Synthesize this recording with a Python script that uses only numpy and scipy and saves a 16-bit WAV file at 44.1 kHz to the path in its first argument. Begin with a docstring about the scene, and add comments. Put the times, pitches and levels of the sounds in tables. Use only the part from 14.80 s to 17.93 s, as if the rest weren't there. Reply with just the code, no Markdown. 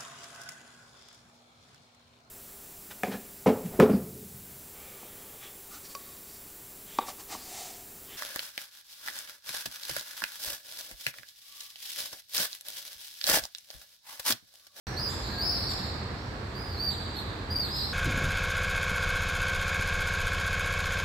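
"""After a moment of silence, swifts scream along a street of tall apartment blocks above the city's rumble.
Each scream is a shrill arched whistle with two overtones; low rasping trills of swept pulses come between.
Two birds pass close to the microphone with clearer, surging screams.
The facades answer with near echoes and a long scattered tail that loses its highest treble first.
The city is shaped noise: rumble and thin hiss, with a few far squeals and a wavering low hum."""
import sys
import numpy as np
from scipy import signal
from scipy.fft import rfft, irfft
from scipy.io import wavfile

SR = 44100
rng = np.random.default_rng(int(sys.argv[2]) if len(sys.argv) > 2 else 0)


def output_pcm(signal):
    """Save a mono or channel-first signal as 16-bit PCM at the path in sys.argv[1].

    Samples are clipped to [-1, 1] before scaling.
    """
    pcm = np.clip(np.atleast_2d(signal).T, -1, 1) * 32767
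    wavfile.write(sys.argv[1], SR, np.round(pcm).astype(np.int16))


N = 138033
TIME, HZ = np.arange(N) / SR, np.fft.rfftfreq(N, 1 / SR)

# City: rms levels in dB of full scale
CITY_DB, HISS_DB, HUM_DB = -36.5, -50.5, -46.5
HUM_HZ, HUM_WAVER_HZ = 83.1, 2.92  # pitch and its rms waver

# Voice of every call: fades, rms flutter of the level
ATTACK_S, RELEASE_S, FLUTTER_DB = 0.0088, 0.017, 1
OCTAVE_DB, TWELFTH_DB = -24.5, -25  # base levels of a scream's overtones, each call adds its own offset
WAVER_HZ, WAVER_PER_S = 27.5, 74  # slow pitch waver, rms
RASP_HZ, RASP_PER_S = 273, 570  # fast pitch rasp, rms at roughness 1 halfway through a scream
CLOSE_ROUGH, CLOSE_OVERTONES_DB = 0.12, 0.5
TRILL_PER_S, TRILL_SWING_HZ, TRILL_DEPTH, TRILL_ATTACK_S = 170, 318, 0.5, 0.024

# Street: direct sound, near echoes off walls and balconies, long tail
TRILL_DIRECT_DB, CLOSE_TAIL_DB = -7, -3.5
ECHO_DB, ECHO_SPREAD_S = 0.5, .035  # all echoes together against the direct call, latest echo
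TAIL_DB, TAIL_BUILD_S = -4, 0.075
BLOOM_DB, BLOOM_S = 3, 0.29  # extra early tail against the lasting part, its decay time

START_S, EDGE_HZ = .069, 15750  # end of the opening silence, upper band limit


def amp(db):
    """Decibels to gain."""
    return 10 ** (np.asarray(db) / 20)


def unit(x):
    """Scales to rms 1."""
    return x / np.sqrt(np.mean(x ** 2) + 1e-20)


def read(points, hz):
    """Reads a table on a log-frequency axis."""
    f, value = np.transpose(points)
    return np.interp(np.log(hz + 1), np.log(f + 1), value)


def add(mix, s, sound):
    """Mixes a sound in at time s."""
    part = mix[..., max(round(s * SR), 0):][..., :sound.shape[-1]]
    part += sound[..., :part.shape[-1]]


def wander(per_s):
    """Smooth random motion of rms 1, made of rates up to about per_s."""
    return unit(irfft(rfft(rng.standard_normal(N)) / (1 + (HZ / per_s) ** 4), N))


def lean(points):
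    """Left and right gains by frequency, half of the difference on each side."""
    return amp(np.outer([.5, -.5], read(points, HZ)))


def hum():
    """A low tone wavering in pitch and level, as of an engine idling down the street."""
    phase = 2 * np.pi * np.cumsum(HUM_HZ + HUM_WAVER_HZ * wander(per_s=7.05)) / SR
    level_db = 6.2 * wander(per_s=3.7)
    return amp(HUM_DB) * unit(np.sin(phase) * amp(level_db))


def city_noise(spectrum):
    """Steady shaped noise, alike on both sides in the bass and diffuse above."""
    # left-right likeness of the city noise: hz, correlation
    likeness = [(40, 0.94), (90, 0.99), (180, 0.93), (350, 0.87), (700, 0.39), (1400, 0), (15000, 0.093)]
    # left-right balance of the city noise: hz, left_minus_right_db
    balance = [(50, 0.2), (180, -2.2), (600, -0.5), (1400, -7), (2800, -3), (5000, -2), (8000, 0.5),
               (14000, 5)]
    left, other = rfft(rng.standard_normal((2, N)))
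    same = np.clip(read(likeness, HZ), -1, 1)
    right = same * left + np.sqrt(1 - same ** 2) * other
    shaped = np.array([left, right]) * amp(read(spectrum, HZ)) * lean(balance)
    return unit(irfft(shaped, N))


def squeal(length, pitch_hz, glide, db):
    """A gliding, slightly unsteady tone that swells and fades in one arch."""
    t = np.arange(0, length, 1 / SR)
    hz = pitch_hz + glide * t + 10 * wander(per_s=56)[:len(t)]
    phase = 2 * np.pi * np.cumsum(hz) / SR
    return amp(db) * unit(np.sin(np.pi * t / length) * np.sin(phase))


def city():
    """Traffic rumble that swells slowly, a thin hiss and a few far squeals."""
    # relative spectrum of the rumble: hz, density_db
    rumble_spectrum = [(15, -49), (25, -27.5), (48, -3), (85, -0.5), (134, -5), (166, -12), (199, -7.5),
                       (228, -11.5), (493, -14.5), (600, -17.5), (703, -16.5), (1090, -17), (1460, -20.5),
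                       (1610, -18.5), (2800, -29), (3640, -56), (6160, -120)]
    # relative spectrum of the hiss: hz, density_db
    hiss_spectrum = [(2000, -35.5), (3000, 3), (3600, 4), (4500, 8.5), (5400, -4.5), (6200, -8), (8000, -7),
                     (9000, -18.5), (15500, -22)]
    # slow swell of the rumble: time_s, gain_db
    rumble_swell = [(0.1, 1), (0.7, 1.5), (1.3, .5), (1.55, -0.5), (2.0, -.5), (2.8, 1), (3.13, -0.5)]
    # faint tones of far traffic: start_s, length_s, pitch_hz, glide_hz_per_s, level_db
    far_squeals = [(0.068, 0.21, 1757, -250, -55.5), (0.467, 0.2, 1654, -220, -50.5),
                   (0.546, 0.24, 697.5, -9, -51.5)]
    swell_db = np.interp(TIME, *np.transpose(rumble_swell)) + .5 * wander(per_s=24)
    out = amp(CITY_DB + swell_db) * city_noise(rumble_spectrum)
    out += amp(HISS_DB) * city_noise(hiss_spectrum)
    for s, *shape in far_squeals:
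        add(out, s, squeal(*shape))
    return out


def near_walls(call, count=10):
    """The direct call and a few early echoes, scattered anew for each call and side."""
    taps = np.zeros((2, SR // 4))
    taps[:, 0] = 1
    for side in taps:
        at = (rng.uniform(.05, 1, count) * ECHO_SPREAD_S * SR).astype(int)
        side[at] += amp(ECHO_DB) * rng.choice([-1, 1], count) / np.sqrt(count)
    return signal.fftconvolve(call[None], taps, axes=1)


def street(x):
    """Dense scattered echoes between the facades; the highest treble dies first."""
    # time for the lasting part of the tail to fall by 60 dB: hz, decay_s
    decay = [(3000, 1.57), (4500, 1.27), (5500, 1.5), (8000, 1.15), (14000, 0.56)]
    taps = rng.standard_normal((2, 2 * SR)) * (rng.random((2, 2 * SR)) < 2500 / SR)  # 2500 echoes a second
    hz, t, z = signal.stft(taps, SR, nperseg=256)
    fall = amp(-60 * t / read(decay, hz)[:, None])
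    build = 1 - np.exp(-t / TAIL_BUILD_S)
    bloom = 1 + amp(BLOOM_DB) * np.exp(-t / BLOOM_S)
    tail = signal.istft(z * fall * build * bloom, SR, nperseg=256)[1]
    tail = tail / np.linalg.norm(tail, axis=1, keepdims=True)
    return signal.fftconvolve(x[None], tail, axes=1)[:, :N]


def voice(t, length, hz, octave_db, twelfth_db):
    """A fluttering whistle with two overtones that fades in and out."""
    phase = 2 * np.pi * np.cumsum(hz) / SR
    gains = [1, amp(octave_db), amp(twelfth_db)]
    tone = sum(g * np.sin((k + 1) * phase) for k, g in enumerate(gains))
    gate = np.clip(t / ATTACK_S, 0, 1) * np.clip((length - t) / RELEASE_S, 0, 1)
    flutter = amp(FLUTTER_DB * wander(per_s=123)[:len(t)])
    return unit(tone * gate * flutter)


def unsteady(t, rough):
    """Pitch offset in Hz: a slow waver plus a fast rasp that grows through the call."""
    waver = WAVER_HZ * wander(WAVER_PER_S)[:len(t)]
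    rasp = RASP_HZ * rough * (.5 + t / t[-1]) * wander(RASP_PER_S)[:len(t)]
    return waver + rasp


def trill(length, pitch_hz, db, octave_db, twelfth_db):
    """Fast uneven pulses, each a downward sweep."""
    t = np.arange(0, length, 1 / SR)
    rate = TRILL_PER_S * (1 + .35 * wander(per_s=120)[:len(t)])
    beat = 2 * np.pi * np.cumsum(rate) / SR
    rasp = 150 * wander(RASP_PER_S)[:len(t)]
    hz = pitch_hz - TRILL_SWING_HZ * np.sin(beat) + rasp
    pulses = np.minimum(t / TRILL_ATTACK_S, 1) * (1 + TRILL_DEPTH * np.cos(beat))
    return amp(db) * pulses * voice(t, length, hz, octave_db, twelfth_db)


def scream(length, first_hz, top_hz, last_hz, rise_s, fall_power, db, swell_db, overtones_db, rough):
    """The pitch settles fast towards its top, then sags; the voice roughens towards its end."""
    t = np.arange(0, length, 1 / SR)
    u = t / length
    rise = (top_hz - first_hz) * np.exp(-t / rise_s)
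    sag = (top_hz - last_hz) * u ** fall_power
    hz = top_hz - rise - sag + unsteady(t, rough)
    tone = voice(t, length, hz, OCTAVE_DB + overtones_db, TWELFTH_DB + overtones_db)
    return amp(db + swell_db * (u - .5)) * tone


def close_scream(curve):
    """A clearer scream from a near bird, in a few surges of level."""
    s, hz, db = np.transpose(curve)
    length = s[-1] - s[0]
    t = np.arange(0, length, 1 / SR)
    pitch = np.interp(t + s[0], s, hz) + unsteady(t, CLOSE_ROUGH)
    tone = voice(t, length, pitch, OCTAVE_DB + CLOSE_OVERTONES_DB, TWELFTH_DB + CLOSE_OVERTONES_DB)
    return amp(np.interp(t + s[0], s, db)) * tone


def swifts():
    """All calls, heard directly and through the street, coloured by throat, air and microphone."""
    # arched screams, level ahead of the street: start_s, length_s, first_hz, top_hz, last_hz, rise_s,
    # fall_power, level_db, swell_db (start to end), overtones_db, direct_db, roughness (0-1)
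    scream_table = [ (0.022, 0.15, 5700, 5700, 5270, 0.016, 2.3, -44, -5, 5, -5, 0.83),
                    (0.164, 0.13, 3874, 5264, 4660, .025, 1.7, -32.5, 3, 3, -0.5, 0.45),
                    (0.575, 0.17, 4350, 4845, 4330, .035, 3, -33.5, -4.5, 3, -2, 0.26),
                    (0.604, 0.165, 4305, 5500, 4480, .026, 1.8, -30.5, -1.5, 0.5, -0.5, 0.21),
                    (0.673, 0.15, 5113, 5490, 4874, .02, 2.2, -33.5, -8, 3, -5.5, 0.39),
                    (0.858, 0.07, 4700, 4770, 4160, 0.019, 2.07, -33, -3, -5, -4, 0.39),
                    (1.36, 0.16, 5250, 5500, 5450, .04, 3.8, -55.5, -9, -24, -3, .4),
                    (1.746, 0.23, 4450, 4983, 4194, .03, 3.2, -42, -3.5, 4, -2.5, .33),
                    (2.358, 0.06, 4294, 4424, 3934, .01, 1.5, -43, -4, 5.5, 3.5, 0.14),
                    (2.898, 0.15, 4700, 5230, 3816, 0.032, 3.73, -34.5, 2, -9, -1.5, 0.37),
                    (3.006, 0.13, 4900, 5340, 5270, 0.024, 3.4, -40.5, -12, 1, -5.5, 0.43),
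                    (3.023, 0.0406, 4356, 4344, 3915, .01, 1.21, -40, -2, -2, 4, 0.27), ]
    # rasping trills, level ahead of pulsing and street: start_s, length_s, pitch_hz, level_db,
    # octave_db, twelfth_db
    trill_table = [ (0.005, 0.077, 4380, -41, -9, -13), (0.272, 0.085, 3786, -41, -4.5, -6),
                   (0.419, 0.15, 4344, -35.5, -26, -22), (0.728, 0.132, 4456, -32, -17, -21.5),
                   (0.879, 0.057, 3963, -38, -7.5, -7.5), (0.962, 0.12, 4275, -38.5, -32, -22),
                   (2.09, 0.066, 4043, -36, -14, -18.5), (2.335, 0.075, 3997, -39.5, -24, -17.5),
                   (2.825, 0.087, 4156, -35.5, -16.5, -15), (2.927, 0.11, 4266, -32, -17.5, -15.5), ]
    # two birds that pass close by, one curve each: time_s, pitch_hz, level_db
    close_curves = [
        [(1.966, 4050, -44), (1.985, 4300, -38), (2.005, 4620, -30.5), (2.018, 4680, -35.5), (2.052, 4670, -25),
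         (2.073, 4640, -35), (2.085, 4600, -24.5), (2.108, 4400, -35)],
        [(2.696, 4450, -39), (2.709, 4840, -31.5), (2.727, 4900, -28.5), (2.750, 4760, -37),
         (2.760, 4720, -25.5), (2.782, 4790, -30.5), (2.808, 4700, -30), (2.832, 4450, -30.5),
         (2.862, 4100, -39)],
    ]
    # side of the direct calls: time_s, left_minus_right_db
    flock_side = [(0.2, -2), (0.7, 2), (1.8, -3.5), (2.06, -1), (2.4, -1), (2.8, 1), (3.1, -1)]
    # left-right balance of calls and tail: hz, left_minus_right_db
    bird_balance = [(3500, -4), (5000, -1), (7500, 0), (10000, 0.5), (14000, 6.5)]
    # colour of throat, air and microphone together: hz, gain_db
    bird_colour = [(3000, 2), (3700, -1.5), (4500, -4.5), (5400, -6), (5900, -7.5), (6500, 5), (7400, 3.5),
                   (8300, -2.5), (8850, -11.5), (9700, -6), (11000, -6), (12500, -2.5), (14000, -2.5),
                   (15500, -6)]

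    # each call: start_s, sound, direct_db, tail_db
    calls = [(s, scream(*shape, rough), direct_db, 0) for s, *shape, direct_db, rough in scream_table]
    calls += [(s, trill(*shape), TRILL_DIRECT_DB, 0) for s, *shape in trill_table]
    calls += [(curve[0][0], close_scream(curve), 0, CLOSE_TAIL_DB) for curve in close_curves]
    direct, sent = np.zeros((2, N)), np.zeros(N)
    for s, call, direct_db, tail_db in calls:
        add(sent, s, amp(tail_db) * call)
        add(direct, s, amp(direct_db) * near_walls(call))
    side_db = np.interp(TIME, *np.transpose(flock_side))
    direct = direct * amp(np.outer([.5, -.5], side_db))
    heard = rfft(direct + amp(TAIL_DB) * street(sent))
    return irfft(heard * lean(bird_balance) * amp(read(bird_colour, HZ)), N)


def scene():
    """Swifts above the city and its hum."""
    return hum() + city() + swifts()


def record(dry):
    """The sound sets in after a moment of silence; then the band limit."""
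    edge = signal.firwin(511, EDGE_HZ, window=("kaiser", 9), fs=SR)
    return signal.oaconvolve(dry * (TIME >= START_S), edge[None], "same")


dry = scene()
out = record(dry)
output_pcm(out)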